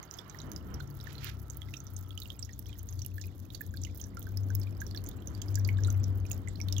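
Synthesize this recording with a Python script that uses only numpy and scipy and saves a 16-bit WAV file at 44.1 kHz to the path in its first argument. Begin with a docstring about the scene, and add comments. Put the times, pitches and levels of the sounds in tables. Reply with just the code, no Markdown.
"""Traffic rumble, tyre roar and a fine trickle open the scene, and at once drops tick and ring in a garden corner.
A small stone fountain drips from tier to tier: noise puffs are the slaps, damped sines the trapped bubbles.
Behind it an engine slows to idle and a second motor's hum swells and fades, both stacks of wavering sines;
a narrow whine and a brief rustle are shaped noise, as are the rumble, roar and trickle.
The right microphone port faces the water; the left one is shaded and hears mostly bass."""
import sys
import numpy as np
from scipy import signal
from scipy.fft import rfft, irfft
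from scipy.io import wavfile

SR = 44100
rng = np.random.default_rng(int(sys.argv[2]) if len(sys.argv) > 2 else 0)


def master_out(mix):
    """Clip the mix to full scale and print it as 16-bit PCM to the path in sys.argv[1]."""
    frames = np.transpose(np.atleast_2d(mix))
    ceiling = np.clip(frames, -1, 1)
    pcm = np.round(ceiling * 32767).astype(np.int16)
    wavfile.write(sys.argv[1], SR, pcm)


N = 299880
TIME = np.arange(N) / SR

# bubbles trapped by drops: (time [s], level [dB], settled pitch [Hz])
DROP_BUBBLES = [(0.0291, -42, 6250), (0.029, -43.5, 2100), (0.111, -36, 5800), (0.139, -40.5, 6300),
                (0.1867, -35.5, 5340), (0.189, -33, 3410), (0.2973, -40, 6380), (0.3458, -36, 1886),
                (0.3879, -38.5, 5600), (0.4015, -34, 3860), (0.417, -43.5, 6400), (0.517, -39, 6100),
                (0.562, -34, 5150), (0.7416, -40, 5580), (0.8015, -34, 1463), (0.805, -36.5, 4100),
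                (1.0013, -38.5, 3860), (1.011, -40.5, 5250), (1.07, -32.5, 1755), (1.153, -40, 4000),
                (1.181, -36.5, 4150), (1.2438, -35.5, 2710), (1.5, -35, 6500), (1.618, -33, 3270),
                (1.686, -44, 2040), (1.7385, -31, 2640), (1.7413, -35.5, 3680), (1.768, -37, 5660),
                (1.803, -40.5, 6300), (1.8678, -43, 6000), (1.9649, -36, 6210), (2.1064, -39.5, 3280),
                (2.176, -28.5, 2970), (2.1765, -42.5, 6360), (2.219, -32, 3970), (2.256, -38.5, 2800),
                (2.3021, -28, 3200), (2.318, -47, 3600), (2.3925, -39, 7260), (2.4266, -30, 5500),
                (2.449, -42, 6440), (2.4918, -39, 1860), (2.5323, -44.5, 6600), (2.658, -44.5, 3180),
                (2.666, -45.5, 5660), (2.693, -47, 2430), (2.7284, -39, 3110), (2.792, -42, 6140),
                (2.8884, -38.5, 6470), (2.926, -44, 6200), (2.993, -45, 6350), (2.9913, -40, 4470),
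                (3.0183, -33.5, 5660), (3.048, -43.5, 2860), (3.1808, -34, 1727), (3.2138, -40.5, 6800),
                (3.2132, -39, 5200), (3.239, -41, 2470), (3.503, -39, 3660), (3.5466, -32, 4440),
                (3.5505, -37, 3800), (3.549, -36.5, 6330), (3.6082, -29.5, 1703), (3.739, -37, 1576),
                (3.771, -35.5, 4340), (3.817, -44, 6700), (3.8358, -33, 6120), (3.849, -34, 2920),
                (3.869, -41.5, 2070), (3.999, -41, 3160), (4.014, -35.5, 6170), (4.04, -36, 5930),
                (4.17, -32.5, 1354), (4.218, -46, 3320), (4.2685, -36.5, 1535), (4.3724, -32.5, 5140),
                (4.5028, -35, 1522), (4.553, -40.5, 5300), (4.6156, -38.5, 5326), (4.632, -42, 4360),
                (4.67, -43.5, 2380), (4.8036, -40, 6280), (4.8161, -29.5, 1600), (4.8662, -37, 5750),
                (4.911, -37.5, 4430), (4.9474, -36, 3470), (4.947, -39, 1685), (4.962, -39, 5550),
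                (4.974, -30.5, 4300), (5.063, -39.5, 6100), (5.0704, -42, 6400), (5.113, -45, 3540),
                (5.222, -46.5, 3200), (5.273, -35, 6210), (5.349, -42, 4540), (5.417, -35.5, 3150),
                (5.4173, -33, 6160), (5.483, -41, 5020), (5.544, -42, 6410), (5.555, -30, 5770),
                (5.555, -33.5, 7000), (5.574, -35.5, 1626), (5.596, -41.5, 5700), (5.649, -31, 4500),
                (5.647, -40.5, 6300), (5.689, -22, 2177), (5.771, -42.5, 3610), (5.7854, -38.5, 1630),
                (5.836, -35, 5850), (5.8473, -33.5, 3900), (5.872, -41, 6950), (5.882, -36, 1380),
                (5.9028, -32, 6180), (6.034, -43, 5900), (6.0405, -34.5, 5400), (6.252, -43.5, 2434),
                (6.265, -46, 6220), (6.3103, -34, 2600), (6.315, -29.5, 6780), (6.3295, -42, 6340),
                (6.474, -33, 2030), (6.485, -39, 7060), (6.556, -39.5, 4140), (6.602, -32.5, 2240),
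                (6.614, -32.5, 5440), (6.6848, -30, 3620), (6.7253, -35, 3600), (6.725, -38.5, 6800),
                (6.7248, -27.5, 5270), (6.7654, -28.5, 3300), (6.783, -33, 2860), (6.7814, -32.5, 6480)]
# shading of far sound, left over right: (frequency [Hz], ratio [dB])
FAR_SHADE = [(30, -7), (90, 6.5), (450, -3.5), (900, -12), (2500, -27)]
# shading of the near water, left over right: (frequency [Hz], ratio [dB])
NEAR_SHADE = [(1900, -15), (2600, -21), (4300, -23), (5300, -38), (8000, -38), (11000, -32)]


def amp(db):
    """Turn dB into gain."""
    return 10 ** (np.asarray(db) / 20)


def rms_one(x):
    """Scale to rms 1."""
    return x / np.sqrt(np.mean(x ** 2) + 1e-20)


def in_time(rows):
    """Draw the columns of a time curve at every sample."""
    s, *columns = np.transpose(rows)
    return [np.interp(TIME, s, column) for column in columns]


def at_hz(points, hz):
    """Read a spectrum on a log frequency axis."""
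    points = np.array(points)
    return np.interp(np.log(hz + 1), np.log(points[:, 0]), points[:, 1])


def colour(x, gain):
    """Filter by a gain given as a function of Hz."""
    return irfft(rfft(x) * gain(np.arange(N // 2 + 1) * SR / N), N)


def drift(rate):
    """Slow random wander of rms 1: noise through two equal poles at rate [Hz]."""
    step = 40   # samples between drawn points
    pole = np.exp(-2 * np.pi * rate * step / SR)
    noise = rng.standard_normal(N // step + 2002)
    slow = signal.lfilter([1], [1, -2 * pole, pole * pole], noise)[2000:]   # skip the run-in
    return np.interp(np.arange(N) / step, np.arange(len(slow)), rms_one(slow))


def sided(hz, side, shade=FAR_SHADE):
    """Response of one port (0 left and shaded, 1 right); the two average near 1."""
    turn_rad, turn_hz = 0.77, 398   # the shaded port's bass trails in phase, mostly below this pitch
    ratio = amp(at_hz(shade, hz))
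    turn = np.exp(-1j * turn_rad * np.exp(-hz / turn_hz))
    return 2 * (ratio * turn if side == 0 else 1) / (1 + ratio)


def diffuse(spectrum, shade=FAR_SHADE):
    """Noise from all around, partly alike at both ports; the mean of the ports has rms 1."""
    # how alike the ports are: (frequency [Hz], left-right likeness [0-1])
    likeness = [(60, 0.9), (400, 0.65), (800, 0.39), (1500, 0.033)]
    shared, own = rng.standard_normal((2, N))

    def alike(hz):
        return np.clip(at_hz(likeness, hz), 0, 1)

    def shape(hz, side):
        inside = (hz > spectrum[0][0]) & (hz < spectrum[-1][0])
        return amp(at_hz(spectrum, hz)) * inside * sided(hz, side, shade)

    right = colour(shared, lambda hz: shape(hz, 1))
    left = colour(shared, lambda hz: shape(hz, 0) * alike(hz))
    left = left + colour(own, lambda hz: shape(hz, 0) * np.sqrt(1 - alike(hz) ** 2))
    return np.array([left, right]) / np.std((left + right) / 2)


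def traffic():
    """Low rumble and tyre roar: two bands of diffuse noise with gently wavering levels."""
    # background swells: (time [s], rumble level [dB], tyre roar level [dB])
    swells = [(0, -56.5, -60.5), (.35, -51, -59), (.48, -40.5, -59), (.6, -46, -59.5), (.72, -40.5, -56),
              (.9, -48, -62.5), (2.5, -51, -69), (3.6, -48, -70.5), (4.6, -43.5, -65), (5.85, -40.5, -59.5),
              (6.8, -43.5, -64)]
    # rumble colour: (frequency [Hz], relative density [dB per Hz])
    rumble_colour = [(36, -11), (74, -7.5), (110, -7.5), (224, -13), (300, -14), (450, -24), (800, -33.5)]
    # tyre roar colour: (frequency [Hz], relative density [dB per Hz])
    roar_colour = [(300, 11.5), (500, 0.5), (970, 3.5), (1400, 1.5), (2110, -6.5), (2580, -16), (3200, -6)]
    deep_db, deep_db_per_s, upper_db = -3, 0.5, -5.5   # the deep half grows with time
    rumble_db, roar_db = in_time(swells)
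    deep = amp(deep_db + deep_db_per_s * TIME) * diffuse(rumble_colour[:3])
    upper = amp(upper_db) * diffuse(rumble_colour[2:])
    rumble = amp(rumble_db + 0.94 * drift(11.0)) * (deep + upper)
    roar = amp(roar_db + 1.47 * drift(7.3)) * diffuse(roar_colour)
    return rumble + roar


def sheen():
    """Film of water on stone: noise that rises while drops come thick and sinks in the gaps."""
    # trickle colour: (frequency [Hz], relative density [dB per Hz])
    film_colour = [(1800, -7), (2620, -27), (3370, 14), (4820, 8), (6400, 2.5), (7500, 5), (8550, -33),
                   (12300, -1.5), (15500, -12), (17000, 24)]
    level_db, high_db = -73.5, 8.5   # the film as a whole; its upper half over its lower
    stir_s, swing_db = 0.02, 3   # decay of the stir before its square root; rms swing in level
    low, high = diffuse(film_colour[:7], NEAR_SHADE), diffuse(film_colour[6:], NEAR_SHADE)
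    drops = np.zeros(N)
    drops[(np.array(DROP_BUBBLES)[:, 0] * SR).astype(int)] = 1
    stir = np.sqrt(signal.lfilter([1], [1, -np.exp(-1 / (stir_s * SR))], drops))
    stir_db = swing_db * rms_one(stir - stir.mean())
    # the two halves flicker on their own
    low_flicker_db, high_flicker_db = 2.5 * drift(15), 1.5 * drift(15)
    film = amp(low_flicker_db) * low + amp(high_db + high_flicker_db) * high
    return amp(level_db + stir_db) * film


def motors():
    """Multiples of two firing rates as wavering sines: an engine slowing to idle and a second motor."""
    # engine swells: (time [s], level [dB])
    engine_swells = [(0, -65), (.45, -57.5), (.75, -46.5), (1.75, -44.5), (2.2, -53.5), (2.95, -46.5),
                     (3.55, -58.5), (3.9, -44.5), (4.4, -83), (5.0, -48), (5.35, -81), (5.65, -42.5),
                     (6.2, -43.5), (6.8, -73)]
    # what the engine's pipe lets out: (frequency [Hz], gain [dB])
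    pipe = [(56, -4), (68, -6.5), (85, 3.5), (105, -5.5), (130, -8.5), (146, 1)]
    # second motor's pace: (time [s], rate [Hz])
    hum_pace = [(0, 47.02), (3.3, 47.58), (4.5, 48.92), (5.7, 48.98), (6.3, 47.85), (6.8, 48.36)]
    # second motor's swells: (time [s], level of its loud second multiple [dB])
    hum_swells = [(0, -109), (2.0, -46.5), (2.5, -54), (3.15, -39), (3.55, -56), (3.8, -44), (4.05, -53.5),
                  (4.4, -32.5), (4.6, -31), (4.85, -48), (5.0, -41.5), (5.2, -55.5), (5.58, -28),
                  (6.0, -28), (6.45, -42.5), (6.6, -39.5), (6.8, -27.5)]
    # its steadier overtones: (multiple of the rate, level at the start [dB])
    overtones = [(4, -72), (6, -72)]
    start_hz, slowing_hz_per_s, idle_hz = 37.56, 2.95, 29.44   # engine firing rate
    nearing_db_per_s = 2   # the overtones grow as the second motor nears

    rate = np.maximum(start_hz - slowing_hz_per_s * TIME, idle_hz)
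    turn = 2 * np.pi * np.cumsum(rate) / SR
    engine_db, = in_time(engine_swells)
    engine = 0
    for k in range(2, 5):
        level_db = engine_db + at_hz(pipe, k * rate) + 3.3 * drift(4)
        engine = engine + amp(level_db) * np.sin(k * turn + 0.5 * drift(5))

    hum_hz, = in_time(hum_pace)
    hum_db, = in_time(hum_swells)
    spin = 2 * np.pi * np.cumsum(hum_hz) / SR + 0.091 * drift(2.05)
    hum = amp(hum_db) * np.sin(2 * spin)
    for k, db in overtones:
        hum += amp(nearing_db_per_s * TIME + db + 2.2 * drift(2.5)) * np.sin(round(k) * spin)
    both = np.sqrt(2) * (engine + hum)   # makes the levels rms
    return np.array([colour(both, lambda hz: sided(hz, side)) for side in (0, 1)])


def whine():
    """A narrow band of noise rides a pitch that falls, then lifts as it fades."""
    # whine path: (time [s], centre pitch [Hz], level before a 1 dB trim [dB])
    path = [(0, 1379, -68.5), (2.2, 1305, -64.5), (2.8, 1340, -102)]
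    hz, db = in_time(path)
    turn = 2 * np.pi * np.cumsum(hz) / SR
    band = drift(60) * np.cos(turn) + drift(60) * np.sin(turn)
    return amp(db - 1) * band * amp([[-5], [0]])   # left port 5 dB down


def add_bubble(out, s, db, hz, sag=0.03, ring_db=-2.0, early_s=0.008):
    """A damped sine swells over four cycles, starts a little sharp and settles as it rings out."""
    t60 = 50.0 / hz   # rings 50 cycles until 60 dB down
    t = np.arange(int(t60 * SR)) / SR
    swell = np.sin(np.pi / 2 * np.minimum(t * hz / 4, 1)) ** 2
    early = (hz / 6000) ** 2 * amp(-60 * t / early_s)   # small, high bubbles shed much energy at once
    fade = early + amp(ring_db - 60 * t / t60)
    pitch = hz * (1 + sag * np.exp(-6.0 * t / t60))
    wave = np.sin(2 * np.pi * np.cumsum(pitch) / SR) * amp(db) * fade * swell
    i = int(s * SR)
    out[i:i + len(t)] += wave[:N - i]


def bubbles():
    """Loud bubbles, each roughened by two close twins, amid a random scatter of small ones."""
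    clump_s = 0.056   # small ones fall from one clump before a loud bubble to two after
    out = np.zeros(N)
    luck = rng.standard_normal((len(DROP_BUBBLES), 2, 3))
    for (s, db, hz), twins in zip(DROP_BUBBLES, luck):
        add_bubble(out, s, db, hz)
        for late, size, pitch in twins:
            # large, low bubbles have fainter twins and ring cleaner
            twin_db = db - 7 + 5.0 * np.log2(hz / 6000) + 2.5 * size
            add_bubble(out, s + 0.0035 * abs(late), twin_db, hz * np.exp(.1 * pitch))
    for which, when, size, pitch in rng.random((420, 4)):
        loud_s = DROP_BUBBLES[int(which * len(DROP_BUBBLES))][0]
        s = np.clip(loud_s + clump_s * (3 * when - 1), 0, N / SR)
        add_bubble(out, s, -60 - 3.0 * np.log(1 - .96 * size), 1500 * 5.0 ** pitch ** .8)
    return out


def ticks():
    """Each slap is a noise puff a few milliseconds long, duller or brighter by chance, amid bursts of spray."""
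    # drops slapping the surface: (time [s], level [dB])
    slaps = [(0.5169, -33.5), (0.7454, -45), (1.0405, -42), (1.1288, -41), (1.2446, -30.5), (1.418, -53),
             (1.427, -49), (1.5708, -36.5), (1.7963, -58), (1.8435, -49), (1.936, -44.5), (1.9894, -41),
             (2.0097, -47), (2.176, -45), (2.2014, -39), (2.2328, -42), (2.2762, -47), (2.592, -33),
             (2.6878, -47), (2.787, -42), (2.8303, -40), (3.0475, -44), (3.0623, -31.5), (3.1448, -53),
             (3.2545, -52), (3.268, -44.5), (3.6155, -34), (3.6644, -39.5), (3.7651, -45), (3.9469, -46),
             (3.9742, -43), (4.0029, -41.5), (4.0122, -43), (4.1939, -39), (4.206, -46), (4.2273, -39),
             (4.3725, -38), (4.551, -29.5), (4.5974, -38), (4.8112, -39), (5.0398, -38), (5.0884, -32.5),
             (5.5542, -39), (5.5882, -40), (5.6759, -33.5), (5.9258, -40), (6.1744, -46), (6.2994, -42),
             (6.316, -30), (6.344, -47), (6.3772, -44), (6.7246, -50)]
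    # colour of all slaps: (frequency [Hz], gain [dB])
    slap_colour = [(1000, 1.5), (2500, -5.5), (6500, 6), (8700, -6), (11500, 3), (15000, 5)]
    slap_tilt_db, spray_tilt_db, plunge_tilt_db = 10, 4, -3   # brightness per octave; plunges trap a bubble
    tilt_spread_db = 4   # scatter of the brightness per octave

    spray_per_s = 125.0 * amp(2.0 * drift(8))
    spray_db = -63 + 3.3 * np.minimum(rng.exponential(1, N), 3)
    hits = (rng.random(N) < spray_per_s / SR) * amp(spray_db)
    spread_db = np.full(N, 4.5)   # chance level of each band
    tilt_db = np.full(N, float(spray_tilt_db))
    for s, db, hz in DROP_BUBBLES:   # the drop that traps a bubble slaps the surface first
        i = int(s * SR)
        hits[i], tilt_db[i] = amp(db - 16.5), plunge_tilt_db
    for s, db in slaps:
        i = int(s * SR)
        hits[i], spread_db[i], tilt_db[i] = amp(db), 2.5, slap_tilt_db
    tilt_db += tilt_spread_db * rng.uniform(-0.87, 1, N)

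    spectrum, hit = 0, np.flatnonzero(hits)
    hz = np.arange(N // 2 + 1) * SR / N
    for centre_hz in np.geomspace(2000, 15500, 8):
        band_db = rng.standard_normal(len(hit)) * spread_db[hit]
        band_db = band_db + tilt_db[hit] * np.log2(centre_hz / 12000)
        shares = np.zeros(N)
        shares[hit] = hits[hit] * amp(band_db)
        fast, slow = (signal.lfilter([1], [1, -np.exp(-1 / (tau_s * SR))], shares + 1e-18)
                      for tau_s in (.0006, .003))
        # the slap takes a moment to build
        puff = signal.lfilter([.08], [1, -.92], fast + amp(-11.0) * slow)
        band = np.exp(-(np.log((hz + 1) / centre_hz) / .21) ** 2)
        spectrum = spectrum + rfft(puff * rng.standard_normal(N)) * band
    return irfft(spectrum * amp(at_hz(slap_colour, hz)), N)


def corner(x, t60=0.12, gap_s=0.0005, dull_hz=7000):
    """Basin and garden wall answer with a short, dull diffuse tail, another at each port."""
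    t = np.arange(int(.25 * SR)) / SR
    tail = rng.standard_normal((2, len(t))) * amp(-60 * t / t60) * (t > gap_s)
    tail = signal.lfilter(*signal.butter(1, dull_hz, fs=SR), tail)
    return signal.fftconvolve(x[None], rms_one(tail) / np.sqrt(len(t)), axes=1)[:, :N]


def water():
    """Drops as the two ports hear them; the shaded port hears the tail about as strongly as the drops
    themselves."""
    drops = bubbles() + ticks()
    tail = corner(drops)
    left = colour(amp(-4) * (drops + tail[0]), lambda hz: sided(hz, 0, NEAR_SHADE))
    right = colour(drops + amp(-15.5) * tail[1], lambda hz: sided(hz, 1, NEAR_SHADE))
    return np.array([left, right])


def rustle():
    """A short scratchy noise whose lower and upper halves crackle on their own."""
    # rustle swell: (time [s], level before a 2.5 dB lift [dB])
    swell = [(1.03, -76), (1.1, -60), (1.17, -71), (1.228, -56.5), (1.236, -54), (1.28, -50),
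             (1.305, -58.5), (1.36, -75)]
    # rustle colour: (frequency [Hz], relative density [dB per Hz])
    scratch_colour = [(500, -43), (1400, 2.0), (4000, 1), (7000, -7), (8700, -25), (12000, -10),
                      (16000, -21)]
    noise = diffuse(scratch_colour, NEAR_SHADE)
    low = signal.lfilter(*signal.butter(2, 3000, fs=SR), noise)
    low_crackle_db, high_crackle_db = 3.5 * drift(120), 3.0 * drift(120)
    both = amp(low_crackle_db) * low + amp(high_crackle_db) * (noise - low)
    sounding = np.abs(TIME - 1.2) < .17
    return amp(in_time(swell)[0] + 2.5) * both * sounding


def scene():
    """Water in front, traffic and motors behind."""
    return traffic() + sheen() + motors() + whine() + water() + rustle()


def record(dry):
    """Each port adds its own hiss and loses the deepest bass; the top is cut."""
    # self-noise of each port: (frequency [Hz], relative density [dB per Hz])
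    hiss_colour = [(700, 9), (2000, 2.5), (4500, -4), (8500, -12), (11500, -2.5), (15500, -1.5)]
    hiss_db, bass_cut_hz, top_cut_hz = -74, 42.0, 16300
    hiss = [rms_one(colour(rng.standard_normal(N), lambda hz: amp(at_hz(hiss_colour, hz)) * (hz > 500)))
            for port in dry]
    noisy = dry + amp(hiss_db) * np.array(hiss)
    lean = signal.sosfilt(signal.butter(3, bass_cut_hz, "high", fs=SR, output="sos"), noisy)
    return signal.sosfilt(signal.cheby2(12, 40, top_cut_hz, fs=SR, output="sos"), lean)


dry = scene()
out = record(dry)
master_out(out)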